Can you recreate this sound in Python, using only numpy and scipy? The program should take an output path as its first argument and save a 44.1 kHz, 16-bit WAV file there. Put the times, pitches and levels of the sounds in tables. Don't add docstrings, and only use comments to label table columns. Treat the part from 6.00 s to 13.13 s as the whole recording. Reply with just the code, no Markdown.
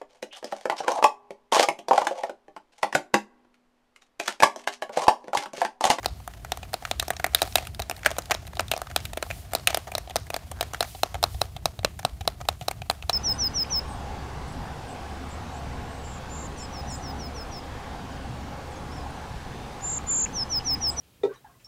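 import sys
import numpy as np
from scipy import signal
from scipy.fft import rfft, irfft, next_fast_len
from scipy.io import wavfile
from scipy.ndimage import uniform_filter1d, map_coordinates

SR = 44100
rng = np.random.default_rng(int(sys.argv[2]) if len(sys.argv) > 2 else 0)


def digitize_waveform(pressure):
    field = np.atleast_2d(pressure).T
    bounded = np.clip(field, -1, 1)
    quanta = np.round(bounded * 32767).astype(np.int16)
    wavfile.write(sys.argv[1], SR, quanta)


def gain_from_decibels(decibels):
    exponent = np.asarray(decibels, float) / 20
    return 10 ** exponent


N = 314433

# start in seconds, peak in dB, struck piece in Hz, chatter time in ms.
PRESSES = [(0.058, -5.5, 3880, 1.16), (0.5186, -8, 3900, 1.38), (0.7398, -8.5, 3860, 1.05),
           (0.9121, -8.5, 3900, 0.56), (1.242, -6, 1900, 1.6), (2.0648, -9.5, 1700, 1.5),
           (2.3081, -7, 1200, 1.6), (2.3168, -8.5, 2070, 1.27), (2.5938, -7.5, 1010, 1.2),
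           (3.2254, -12.5, 1090, 0.85), (3.951, -9, 4140, 0.62)]
SLAPS = [
    (1.1034, -9, 1270, 1.36),
    (1.4174, -5, 3940, 1.4),
    (3.5501, -7, 4170, 0.68),
    (3.744, -8, 4430, 2.06),
    (4.3415, -13, 4120, 0.92),
    (4.6088, -9, 3800, 1),
    (4.8054, -7, 4040, 1.87),
]
SNAPS = [
    (0.9967, -8.5, 3730, 1.45),
    (1.347, 0.5, 3700, 0.97),
    (3.672, 0, 2820, 1.04),
]
RAPS = [
    (1.5549, 0.5, 3420, 1.06),
    (2.06, -0.5, 1600, 1.37),
    (2.7144, -6, 3130, 1.1),
    (2.961, -3, 3760, 1.23),
]
STOPS = [(5.032, -7.5, 5450, 1.54), (5.2381, -8, 3840, 0.87), (5.4147, -11, 4200, 1.47),
         (5.6557, -11, 4970, 1.07), (5.8466, -10, 2780, 1.19), (6.049, -10.5, 3800, 1.1),
         (6.275, -11.5, 3930, 1.87), (6.4859, -9.5, 4060, 1.66), (6.6824, -13, 3830, 1.06),
         (6.8976, -11.5, 4000, 1.74), (7.095, -12, 3940, 1.23)]
RETURNS = [
    (5.1416, -19, 3020, 2.7),
    (5.5633, -25.5, 3320, 1.9),
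    (5.7897, -26, 3700, 1.63),
    (5.99, -26.5, 1050, 3.56),
    (6.207, -28, 3240, 3.04),
    (6.4117, -26.5, 1100, 1.5),
    (6.6109, -25.5, 2850, 1.3),
    (6.8177, -25.5, 2920, 1.2),
]
KNOCKS = [(0.2762, -24, 1270, 0.61), (0.573, -28, 1200, 0.35), (0.7315, -26.5, 1690, 1.47),
          (1.0805, -21, 6000, 1), (1.2638, -22, 1540, 0.94), (1.7993, -20.5, 4130, 0.55),
          (1.8965, -18.5, 1100, 0.81), (1.9734, -42, 1740, 3.7), (2.114, -22, 3660, 0.5),
          (2.1838, -15, 1100, 0.7), (2.6052, -19.5, 3600, 0.86), (2.7761, -24, 4860, 0.57),
          (2.8168, -20.5, 1260, 0.42), (3.5338, -18, 1620, 0.85), (3.772, -16, 1690, 0.52),
          (3.98, -20, 1710, 0.94), (4.1581, -11.5, 4300, 0.45), (4.5134, -27.5, 1140, 2.15),
          (6.9095, -21.5, 2360, 1.4)]
NUDGES = [(0.08, -34.5, 3990, 6.6), (0.447, -26, 1430, 1.2), (1.0246, -19.5, 1200, 1.96),
          (1.37, -32, 2750, 1.7), (1.4265, -14, 6100, 1.32), (1.5805, -24, 2460, 3.7),
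          (1.7932, -21, 2740, 1.53), (1.9108, -16.5, 2730, 1.29), (2.1057, -24, 5960, 0.4),
          (2.348, -17.5, 3800, 0.42), (2.474, -32, 2180, 1.55), (3.132, -24, 3360, 0.79),
          (3.171, -16.5, 2950, 2.6), (3.516, -35.5, 1230, 5.7), (3.9166, -25.5, 2490, 2.3),
          (4.0963, -28, 3130, 1.28), (4.1635, -17.5, 1650, 1.05), (4.3018, -18, 2580, 1.41),
          (4.3635, -16.5, 1610, 0.77), (4.6269, -18, 1630, 1.25), (4.7325, -24, 1100, 2.56),
          (5.2273, -12, 4030, 1.53), (6.7108, -19, 2320, 1.25)]
TICKS = [(1.5693, -20, 1800, 4.2), (1.6507, -31, 2500, 0.73), (1.67, -20.5, 3120, 0.77),
         (1.7462, -26, 3900, 0.87), (1.8201, -19.5, 3920, 0.56), (1.9638, -31, 3770, 1.4),
         (1.9917, -34, 2250, 1.4), (2.22, -31.5, 4230, 0.96), (2.2563, -29.5, 3940, 0.72),
         (2.4674, -29.5, 3700, 0.93), (2.5527, -33, 4110, 0.86), (2.681, -27, 3850, 1.04),
         (3.0517, -18, 3280, 2.2), (4.2654, -37, 1640, 2.5)]
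PATS = [(0.03, -26, 1360, 0.58), (0.044, -18.5, 1590, 2.6), (0.3362, -32, 1320, 0.62),
        (0.8506, -14.5, 1390, 1.43), (1.165, -21.5, 6200, 1.4), (1.3866, -26, 2190, 2.8),
        (1.3936, -28.5, 1350, 1.6), (1.5236, -28, 5000, 0.5), (2.0314, -24, 2130, 1.2),
        (2.0477, -19, 2200, 1.03), (2.3432, -17, 5020, 0.4), (2.8687, -25.5, 1150, 1.5),
        (2.912, -25.5, 1320, 1.28), (3.3086, -17, 2270, 2.2), (3.5097, -38, 1740, 2.6),
        (3.558, -30, 4350, 4.3), (3.6987, -21, 3000, 4.5), (4.744, -15, 1380, 2.24),
        (7.0237, -21.5, 2640, 1.4)]
THUDS = [(0.6279, -27, 2550, 3.3), (0.7514, -46, 1350, 0.73), (1.1967, -22.5, 1530, 2.05),
         (1.334, -31.5, 1380, 1.1), (2.451, -39, 2130, 0.65), (2.5307, -32, 1220, 2.3),
         (2.5695, -25.5, 3950, 0.47), (2.736, -15.5, 2480, 1.1), (2.7641, -21.5, 5000, 0.35),
         (2.899, -33, 1570, 2.5), (3.301, -23.5, 2340, 2.4), (4.1055, -30, 2900, 2.3),
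         (4.6345, -35, 4000, 1.7), (4.8257, -15.5, 1500, 1.69), (4.8476, -33, 1450, 2.2),
         (6.0296, -33, 1500, 0.72), (6.6195, -36.5, 3700, 3.3), (7.0989, -19.5, 2340, 1.5)]
BUMPS = [(1.474, -31.5, 1750, 1.5), (2.1655, -29, 2970, 1), (2.282, -50, 1600, 1.4),
         (2.2972, -29, 1410, 1.6), (2.7947, -44, 2390, 2.8), (3.8697, -33, 1410, 3.2),
         (3.8752, -32.5, 1460, 7.9), (4.0738, -34.5, 3000, 1.03), (4.3335, -33, 1350, 2),
         (5.1513, -25, 1220, 2.02), (5.8312, -34.5, 1550, 1.1), (6.2507, -40, 1470, 1.5),
         (6.402, -35, 1370, 4.2), (6.4517, -39.5, 1310, 1.2)]
BRUSHES = [
    (0.201, -42, 1250, 1.2),
    (0.421, -60, 1380, 1.35),
    (0.823, -33.5, 1370, 1.7),
    (3.264, -36.5, 1290, 2),
    (4.947, -33, 3830, 2.8),
    (5.343, -35.5, 4020, 2.8),
]
REBOUNDS = [(0.037, -36, 1500, 0.82), (0.8355, -42, 1500, 1), (0.8735, -38, 1300, 1.2),
            (1.3995, -42, 1300, 0.83), (1.452, -35, 1300, 1), (1.4598, -35, 1700, 1),
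            (1.625, -33.5, 1500, 1.1), (1.98, -42, 1300, 0.88), (2.1878, -22.5, 1100, 0.71),
            (2.79, -40, 1300, 1), (3.7285, -28, 1500, 1.1), (3.9375, -36, 1300, 1), (7.034, -39, 1300, 1)]
CLATTERS = [(2.0568, -16, 2200, 0.89), (2.0722, -28, 2110, 1.34), (2.3128, -8.5, 1200, 1.6),
            (2.3205, -21, 1900, 1.86), (2.7115, -31, 1300, 1.1), (2.7195, -16, 2500, 0.65),
            (2.7245, -26, 3800, 0.89), (3.6775, -13.5, 2600, 1.03), (3.6838, -29, 4500, 1.4),
            (3.695, -24, 2700, 2), (6.6795, -30, 4000, 0.68), (0.9945, -28, 3000, 1.1),
            (2.5915, -33, 1700, 1.7), (5.412, -21, 4000, 0.99), (7.0925, -28, 4000, 1)]
PRICKS = [(1.384, -31, 4000, 0.4), (1.4745, -31, 5000, 0.8), (1.8973, -19, 5140, 0.32),
          (2.1882, -17, 6000, 0.39), (2.3385, -36, 4000, 0.5), (2.4768, -36, 5000, 0.25),
          (3.1337, -26, 7500, 0.37), (3.7047, -22, 5300, 0.55), (3.8776, -37, 7500, 0.5),
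          (3.981, -20, 5000, 0.39), (4.1646, -12.5, 4940, 0.4), (4.1704, -31, 4000, 0.4),
          (4.1842, -35, 4000, 0.5), (4.1983, -37, 4000, 0.65), (4.735, -25, 7500, 0.57),
          (4.8274, -19, 5300, 0.39), (5.4286, -43, 4000, 0.46), (5.9912, -25, 7500, 0.33),
          (5.9955, -30, 5300, 0.4), (6.211, -34, 7500, 0.49), (6.612, -39, 2920, 0.87),
          (6.6243, -39, 5200, 0.6), (7.102, -29, 7020, 0.45)]
# contact table, hollow level in dB, edge level in dB.
DRIVES = [(PRESSES, -11, -7), (SLAPS, -9.5, -1.5), (SNAPS, -24, 0), (RAPS, -15, -3), (STOPS, -3.5, -1.7),
          (RETURNS, -7, -8.5), (KNOCKS, -4, 3.1), (NUDGES, -7, -2.6), (TICKS, -23, -2.1),
          (PATS, -18.5, -14), (THUDS, -6, -10), (BUMPS, -1.2, -30)]
# contact table, hollow level in dB, edge level in dB.
LESSER_DRIVES = [(REBOUNDS, -1.7, -9), (CLATTERS, -13, -10), (PRICKS, -34, 0)]

# centre in Hz, width in Hz, level in dB.
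HOLLOW_MODES = [(376, 400, -17), (683, 122, 3)]
# centre in Hz, width in Hz, level in dB.
FACE_MODES = [(1258, 145, 3.5), (1704, 675, 4), (2460, 236, 5.5), (2720, 406, 1), (3717, 457, 3.5),
              (3985, 464, 3), (5135, 830, 5.5), (5380, 1220, 4), (7330, 640, -4.5)]
# centre in Hz, width in Hz, level in dB.
EDGE_MODES = [(6900, 6500, -2), (9100, 960, 19.5), (11380, 1080, 18), (13300, 6900, 13)]
# centre in Hz, width in Hz, level in dB.
TRIGGER_MODES = [(1100, 68, 0.5), (1360, 310, 0), (2550, 154, -1), (4040, 203, 11), (5490, 820, -1)]
# centre in Hz, width in Hz, level in dB.
HINGE_MODES = [(740, 240, 2), (1600, 260, -1), (3900, 1500, -19)]
# time in seconds, shell note in Hz.
CUPPING = [(0, 740), (1.3, 711), (1.5, 700), (1.95, 700), (2.06, 650), (2.18, 620), (2.31, 700), (2.6, 685),
           (2.72, 690), (2.96, 735), (3.17, 625), (3.5, 696), (3.9, 672), (5.7, 730), (5.85, 593),
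           (6.05, 727), (6.27, 700), (6.5, 725)]

# time in seconds, peak in dB, pitch in Hz.
PUSHES = [(5.151, -30, 80), (5.24, -30, 91), (5.35, -25, 72), (5.416, -32, 106), (5.453, -34, 70.6),
          (5.56, -30, 116), (5.657, -32, 141), (5.792, -26.5, 102), (5.845, -28, 152), (6.048, -28, 133),
          (6.132, -33, 64), (6.211, -25.5, 82.5), (6.274, -31, 141), (6.415, -32.5, 112),
          (6.618, -29.5, 124), (6.815, -31, 118), (6.896, -34, 130), (7.044, -28.5, 75.5),
          (7.091, -34, 120)]
# start in seconds, hold in seconds, hiss level in dB.
SLIDES = [
    (0.873, 0.035, -56),
    (1.44, 0.06, -50.5),
    (3.037, 0.027, -57),
    (3.274, 0.14, -53),
    (3.753, 0.031, -57),
    (4.893, 0.1, -51),
    (5.303, 0.082, -52.5),
]
# frequency in Hz, density in dB per Hz.
SKIN_SPECTRUM = [(1500, 0), (2600, 11.5), (6300, 10), (11000, 11), (15800, 8.5)]
# time in seconds, rustle level in dB.
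GRIP = [(0, -58.5), (.9, -53.5), (1.2, -58), (1.4, -52), (1.48, -58), (1.6, -47), (1.72, -55.5), (2.2, -51),
        (2.5, -55.5), (3.3, -53), (3.45, -56), (3.75, -53.5), (4.3, -55.5), (4.75, -52), (4.97, -58),
        (5.1, -53.5), (5.45, -58.5), (7.13, -57.5)]

# frequency in Hz, T60 in seconds, level in dB.
ROOM = [(350, 0.07, -10), (815, 0.32, -22.5), (1500, 0.2, -13), (3700, 0.33, -19.5), (6900, 0.55, -19),
        (14000, 0.77, -34)]
# time in seconds, level in dB.
HUM = [(0, -43.5), (2, -42.5), (4.5, -42.5), (5.6, -41), (7.13, -44)]
# frequency in Hz, density in dB per Hz.
RUMBLE_SPECTRUM = [(15, -38), (25, -29), (54, -3), (81, -2.5), (111, -8.5), (237, -24.5), (450, -31),
                   (580, -72), (990, -120)]
# frequency in Hz, gain in dB.
MIC = [(15500, 0.5), (16200, -27), (16900, -22), (17200, -68)]


def unit(x):
    return x / np.sqrt(np.mean(x ** 2) + 1e-20)


def peak_unit(rows):
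    return rows / np.abs(rows).max(axis=1, keepdims=True)


def along(points, hz, column=1):
    cols = np.transpose(points)
    return np.interp(np.log(hz + 1), np.log(cols[0] + 1), cols[column])


def curve(points):
    return np.interp(np.arange(N) / SR, *np.transpose(points))


def wobble(rate_hz):
    knots = rng.standard_normal(int(N * rate_hz / SR) + 4)
    return map_coordinates(knots, [np.arange(N) * rate_hz / SR])


def filtered(x, response):
    n = x.shape[-1]
    size = next_fast_len(n + 8192)
    return irfft(rfft(x, size) * response(np.fft.rfftfreq(size, 1 / SR)), size)[..., :n]


def modes(table, shift=1, strike=lambda hz: 1, widen=1):
    def response(hz):
        total = 0
        for k, (centre_hz, width_hz, db) in enumerate(table):
            damping = 1j * hz * width_hz * widen
            gain = (-1) ** k * gain_from_decibels(db) * strike(centre_hz)
            total = total + gain * damping / ((centre_hz * shift) ** 2 - hz * hz + damping)
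        return total
    return response


def placed(times_s, rows):
    at = np.round(np.asarray(times_s) * SR).astype(int)[:, None] + np.arange(rows.shape[1])
    return np.bincount(at.ravel(), rows.ravel(), N + SR)[:N]


def contacts(drives):
    return sorted((*row, hollow_db, edge_db) for table, hollow_db, edge_db in drives for row in table)


def clicks(events):
    s, db, struck_hz, chatter_ms, hollow_db, edge_db = np.transpose(events)[:, :, None]
    start_s = s[:, 0]
    t = np.arange(1024) / SR
    spikes = gain_from_decibels(4.74 * rng.standard_normal((len(s), len(t))))
    grit = rng.standard_normal((len(s), len(t))) * spikes
    grip = 1 + 0.02 * rng.standard_normal((len(s), 3))
    on_stop = np.isin(s, np.transpose(STOPS)[0])
    hardness = np.clip((db + 35) / 25, 0, 1)

    rest_hz = 735
    cupping = np.clip(1.44 * hardness, 0, 1) ** 2
    shell_hz = rest_hz + cupping * (np.interp(s, *np.transpose(CUPPING)) - rest_hz)
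    shell_shift = shell_hz / HOLLOW_MODES[1][0] * np.sqrt(grip[:, :1])
    shell_widen = 1.31 ** on_stop * 0.79 ** (1 - hardness)
    hollow = modes(HOLLOW_MODES, shell_shift, widen=shell_widen)

    def spot(hz):
        return gain_from_decibels(-8) + gain_from_decibels(-60 * np.log2(hz / struck_hz) ** 2)

    def faces(hz):
        return modes(FACE_MODES, grip[:, 1:2], spot)(hz) * (1j * hz / (450 + 1j * hz)) ** 2

    # response, level dB, chatter stretch, stop share, sign; the blunt stop drives mostly the shell
    parts = [(hollow, hollow_db + 3, 1.1, 3, -1),
             (faces, -3.5, 0.95, 1.2, -1),
             (modes(EDGE_MODES, grip[:, 2:]), edge_db - 4.5, 0.8, 0.7, 1)]
    rows = 0
    for response, part_db, stretch, stop_share, sign in parts:
        u = t / (np.clip(chatter_ms, 0.2, 5) * stretch / 1000)
        loose = 0.62 * np.clip(chatter_ms, 0, 1) * np.tanh(u) * np.exp(-t / 0.003)
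        chatter = grit * (u * np.exp(-u) + loose)
        stop = np.sinc((u - 1) / u[:, 1:2]) * np.linalg.norm(chatter, axis=1, keepdims=True)
        ring = filtered(chatter + stop_share * hardness * stop, response)
        rows = rows + sign * gain_from_decibels(db + part_db) * peak_unit(ring)

    blow = np.sinc(t * SR - 1.1 * chatter_ms / 1000 * SR)
    piece = filtered(blow, modes([(struck_hz, struck_hz / 6.6, 0)]))
    rows = rows - gain_from_decibels(db - 9) * peak_unit(piece)
    lever = filtered(blow, modes(TRIGGER_MODES, grip[:, :1]))
    direct = rows + on_stop * gain_from_decibels(db + 2.5) * peak_unit(lever)
    wall = gain_from_decibels(-23) * filtered(direct, lambda hz: 1 / (1 + 1j * hz / 1200) ** 2)
    return placed(start_s, direct) + placed(start_s + 0.0257, wall) + room(start_s, rows)


def room(times_s, rows):
    hz, t, z = signal.stft(rng.standard_normal((len(rows), SR // 6)), SR, nperseg=256)
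    power = uniform_filter1d(np.abs(rfft(rows)) ** 2, size=29, axis=1)
    heard = np.sqrt(np.abs(power))[:, ::4, None]
    z = z * gain_from_decibels(3 * rng.standard_normal((len(rows), 1, len(t))))
    decay = gain_from_decibels(-60 * t / along(ROOM, hz)[:, None])
    decay = decay / np.sqrt(np.sum(decay ** 2, axis=1, keepdims=True))
    decay = decay * gain_from_decibels(along(ROOM, hz, column=2))[:, None]
    tails = signal.istft(z * heard * decay, SR, nperseg=256)[1] / np.sqrt(128)
    rise = 1 - np.exp(-np.arange(tails.shape[1]) / SR / 0.00017)
    near_db = np.interp(times_s, [4.8, 5.4], [0, -3.5])[:, None]
    return placed(times_s + 0.0026, gain_from_decibels(near_db) * tails * rise)


def rattle():
    s, db = np.transpose(SNAPS + RAPS + SLAPS + STOPS)[:2]
    t = np.arange(SR // 8) / SR
    t60_s = 0.2
    fade = placed(s + 0.0024, gain_from_decibels(db[:, None] - 32.5 - 60 * t / t60_s))
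    grains = rng.standard_normal(N) * gain_from_decibels(7.5 * wobble(250))

    def caps_and_shell(hz):
        caps = 1j * hz / (700 + 1j * hz) / (1 + 1j * hz / 5460) ** 2
        return caps + 3.2 * modes(HOLLOW_MODES[1:])(hz)

    return fade * unit(filtered(grains, caps_and_shell))


def creak():
    slip = np.arange(5)
    t = np.arange(400) / SR
    envelope = gain_from_decibels(0.6 * slip[:, None] - 60 * t / 0.0025)
    bursts = envelope * rng.standard_normal((len(slip), len(t)))
    slips = filtered(placed(4.563 + 0.0088 * slip, bursts), modes(HINGE_MODES))
    return gain_from_decibels(-33) * slips / np.abs(slips).max()


def pushes():
    s, db, hz = np.transpose(PUSHES)[:, :, None]
    cycles = np.arange(2048) / SR * hz
    shove = -np.sin(2 * np.pi * cycles) * 4 * cycles * np.exp(-cycles / 0.6)
    return placed(s[:, 0] - 0.35 / hz[:, 0], gain_from_decibels(db) * shove)


def sliding():
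    t = np.arange(N) / SR
    rise_s, fall_s, rest_db = 0.12, 0.11, -62
    power = gain_from_decibels(rest_db) ** 2
    for s, hold_s, db in SLIDES:
        corners_s = [s - rise_s, s, s + hold_s, s + hold_s + fall_s]
        power = power + (gain_from_decibels(db) * np.interp(t, corners_s, [0, 1, 1, 0])) ** 2
    return np.sqrt(power)


def handling():
    hiss = filtered(rng.standard_normal(N), lambda hz: gain_from_decibels(along(SKIN_SPECTRUM, hz)) * (hz < 15900))
    drag = gain_from_decibels(2 * wobble(30))
    grain = gain_from_decibels(2.5 * wobble(80))

    def shell(hz):
        return modes(HOLLOW_MODES[1:])(hz) + gain_from_decibels(-10) / (1 + 1j * hz / 2500)

    rustle = filtered(rng.standard_normal(N) * grain, shell)
    return sliding() * unit(hiss * drag) + gain_from_decibels(curve(GRIP)) * unit(rustle)


def hum():
    rumble = filtered(rng.standard_normal(N), lambda hz: gain_from_decibels(along(RUMBLE_SPECTRUM, hz)))
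    lumps = gain_from_decibels(2 * wobble(9))
    return gain_from_decibels(curve(HUM)) * unit(rumble * lumps)


def scene():
    brushes = contacts([(BRUSHES, -2.5, -9)])
    pad = clicks(contacts(DRIVES) + brushes) + clicks(contacts(LESSER_DRIVES))
    mix = pad + rattle() + creak() + pushes() + handling() + hum()
    return mix[None]


def low_pass(x):
    return signal.sosfilt(signal.butter(12, 17140, fs=SR, output="sos"), x)


def record(dry):
    squashed = dry / (1 + np.abs(dry / 0.97) ** 6) ** (1 / 6)
    mix = filtered(squashed, lambda hz: gain_from_decibels(along(MIC, hz)))
    return low_pass(mix)


dry = scene()
out = record(dry)
digitize_waveform(out)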